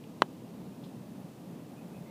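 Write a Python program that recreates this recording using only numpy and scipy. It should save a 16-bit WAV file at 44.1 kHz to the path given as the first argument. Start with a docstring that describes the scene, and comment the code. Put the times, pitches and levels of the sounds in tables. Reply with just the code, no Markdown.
"""A putter taps a golf ball on an open green, close to the microphone.
The contact force accelerates the ball, which radiates one dry click; head, shaft and ball then ring
in damped modes for a few hundredths of a second, and the turf scatters the sound back.
Light wind rumbles throughout over faint hiss, with a small tick, a soft rustle and a far-off bird."""
import sys
import numpy as np
from scipy import signal
from scipy.fft import rfft, irfft
from scipy.io import wavfile
from scipy.ndimage import uniform_filter1d

SR = 44100
rng = np.random.default_rng(int(sys.argv[2]) if len(sys.argv) > 2 else 0)


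def digitize_waveform(pressure):
    """Quantize a signal to 16-bit integers and store it at the path in sys.argv[1].

    Rows of a 2-D input are taken as channels; values are limited to [-1, 1].
    """
    field = np.atleast_2d(pressure).T
    bounded = np.clip(field, -1, 1)
    quanta = np.round(bounded * 32767).astype(np.int16)
    wavfile.write(sys.argv[1], SR, quanta)


N = 92610


def undb(db):
    """Amplitude ratio: tenfold for every 20 dB."""
    return 10 ** (np.asarray(db) / 20)


def unit(x):
    """Normalisation to rms 1."""
    return x / np.sqrt(np.mean(x ** 2))


def noise(spectrum, lo_hz=0, hi_hz=SR):
    """Spectral shaping: white noise coloured between two band edges, at rms 1."""
    f = np.maximum(np.fft.rfftfreq(N, 1 / SR), 1)
    hz, db = np.array(spectrum).T
    gain = undb(np.interp(np.log(f), np.log(hz), db)) * (f >= lo_hz) * (f <= hi_hz)
    return unit(irfft(rfft(rng.standard_normal(N)) * gain, N))


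def flutter(rate_hz):
    """Random modulation: straight ramps between random values, at rms 1."""
    hold = int(SR / rate_hz)
    steps = rng.standard_normal(N)[np.arange(N) // hold]
    return unit(uniform_filter1d(steps, hold))


def burst(age, attack, t60):
    """Exponential decay, 60 dB in t60 seconds, after a linear rise."""
    return np.clip(age / attack, 0, 1) * np.exp(-np.log(1000) * np.maximum(age - attack, 0) / t60)


# Spectrum of the open air (frequency [Hz], relative density [dB])
AIR_SPECTRUM = [(880, -30), (1500, -1.5), (2230, -2), (2600, 0.5), (2890, -1.5), (3470, -2), (5450, -6),
                (14300, -10), (15000, -10.5)]
CROSSOVER_HZ = 1500  # hiss above, rumble below
def air_hiss():
    """Stationary noise: a faint, smooth hiss of open air."""
    return undb(-64.5) * noise(AIR_SPECTRUM, lo_hz=CROSSOVER_HZ)


# Spectrum of the wind (frequency [Hz], relative density [dB])
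RUMBLE_SPECTRUM = [(15, -61), (25, -35), (59, -27), (129, -4), (176, 1), (253, -2.5), (321, -7.5),
                   (1010, -24.5), (1500, -35.5), (1950, -62), (3300, -120)]
def wind_rumble():
    """Amplitude modulation: the wind's low noise flutters by about a decibel."""
    level_db = -46.5 + flutter(rate_hz=16)
    return undb(level_db) * noise(RUMBLE_SPECTRUM, hi_hz=CROSSOVER_HZ)


# Swell of the breeze (time [s], level [dB])
BREEZE_SWELL = [(0, -66), (1.1, -61.5), (1.6, -61.5), (2.0, -58.5), (2.1, -59.5)]
# Spectrum of the breeze (frequency [Hz], relative density [dB])
BREEZE_SPECTRUM = [(200, -24), (600, 8.5), (1100, -2), (2200, -12), (4000, -27), (12000, -19)]
def breeze(t):
    """Noise under a slow envelope: the breeze freshens while its spectrum keeps its shape."""
    times, levels_db = np.array(BREEZE_SWELL).T
    return undb(np.interp(t, times, levels_db)) * noise(BREEZE_SPECTRUM)


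# Whistles of a distant bird (onset [s], duration [s], frequency [Hz], level [dB])
BIRD_NOTES = [(1.745, .1, 2540, -66), (1.92, .08, 2540, -70), (2.05, .07, 2120, -64.5)]
def bird(t):
    """Spectral broadening: distance blurs each note into a narrow band about a steady pitch."""
    blur_hz = 200
    out = np.zeros(N)
    for start, length, hz, db in BIRD_NOTES:
        phase = 2 * np.pi * hz * t
        note = unit(flutter(blur_hz) * np.sin(phase) + flutter(blur_hz) * np.cos(phase))
        arch = np.sin(np.pi * np.clip((t - start) / length, 0, 1))
        out += undb(db) * note * arch
    return out


# A tick and a rustle (onset [s], level [dB], centre [Hz], bandwidth per pass [Hz], attack [s], T60 [s])
SCUFFS = [(.039, -53.5, 2700, 1200, 0.00092, .022), (.829, -59, 3480, 1890, .012, 0.19)]
def rustles(t):
    """Band-limited transients: each faint scuff is noise passed twice through a resonator."""
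    out = np.zeros(N)
    for start, db, hz, width, attack, t60 in SCUFFS:
        b, a = signal.iirpeak(hz, hz / width, fs=SR)
        scuff = signal.lfilter(b, a, signal.lfilter(b, a, rng.standard_normal(N)))
        out += undb(db) * unit(scuff) * burst(t - start, attack, t60)
    return out


# Eddies meeting the microphone (onset [s], level [dB])
EDDIES = [(1.194, -36), (1.241, -34)]
def buffets(t):
    """Turbulent pressure: each eddy bumps the microphone for a few low cycles, with no deep bass."""
    bump_hz, low_cut_hz = 168, 107
    bumps = np.zeros(N)
    for start, db in EDDIES:
        age = t - start
        bumps += undb(db) * np.sin(2 * np.pi * bump_hz * age) * burst(age, attack=.0049, t60=.045)
    return signal.sosfilt(signal.butter(4, low_cut_hz, "high", fs=SR, output="sos"), bumps)


# Spectrum returned by the turf (frequency [Hz], relative density [dB])
TURF_SPECTRUM = [(150, 2), (350, -13), (800, 7), (1300, -6.5), (2300, -18.5), (3300, -13), (5000, -35),
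                 (12000, -38)]
def turf_scatter(age):
    """Diffuse scattering: a brief return from nearby turf, a fainter, longer one from further off."""
    near = undb(-23) * burst(age, attack=.0015, t60=.019)
    far = undb(-48) * burst(age, attack=.0015, t60=.16)
    return (near + far) * noise(TURF_SPECTRUM)


# Modes of head, shaft and ball (frequency [Hz], level [dB], T60 [s])
PUTT_MODES = [(393, -29.5, 0.042), (805, -25.5, 0.015), (1044, -16.5, .015), (1350, -24.5, 0.013),
              (1586, -29.5, 0.026), (1900, -19.5, .012), (2700, -26, 0.01), (3030, -25.5, 0.019),
              (3310, -16.5, 0.0064), (3930, -22.5, 0.0084), (5680, -38, 0.018)]
def modal_ring(age):
    """Free vibration: each struck mode rings as a damped sinusoid."""
    return sum(undb(db) * np.sin(2 * np.pi * hz * age) * np.exp(-np.log(1000) * age / t60)
               for hz, db, t60 in PUTT_MODES)


def contact_click(age):
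    """Acceleration noise: the ball radiates the time derivative of the contact force."""
    force_lag_s, contact_s = .000096, .000681
    hertz_exponent = 1.35  # an elastic ball stiffens as it is squeezed
    progress = np.clip((age - force_lag_s) / contact_s, 0, 1)
    force = np.maximum(np.sin(np.pi * progress), 0) ** hertz_exponent
    slope = np.gradient(force)
    return undb(-8) * slope / np.abs(slope).max()


def putt(t, strike_s):
    """Impact sound: click, ringing and scatter add within one pass band."""
    age = np.maximum(t - strike_s, 0)
    band = signal.butter(2, [260, 9200], "band", fs=SR, output="sos")
    return signal.sosfilt(band, contact_click(age) + modal_ring(age) + turf_scatter(age))


def scene():
    """Superposition: the putt adds to the sounds of the open green in one channel."""
    t = np.arange(N) / SR
    background = air_hiss() + wind_rumble() + breeze(t) + bird(t) + rustles(t) + buffets(t)
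    return (background + putt(t, strike_s=.22064))[None]


def record(dry):
    """Band limiting: a steep low-pass filter removes the highest treble."""
    cutoff_hz = 15400
    return signal.sosfilt(signal.ellip(10, .1, 70, cutoff_hz, fs=SR, output="sos"), dry)


dry = scene()
out = record(dry)
digitize_waveform(out)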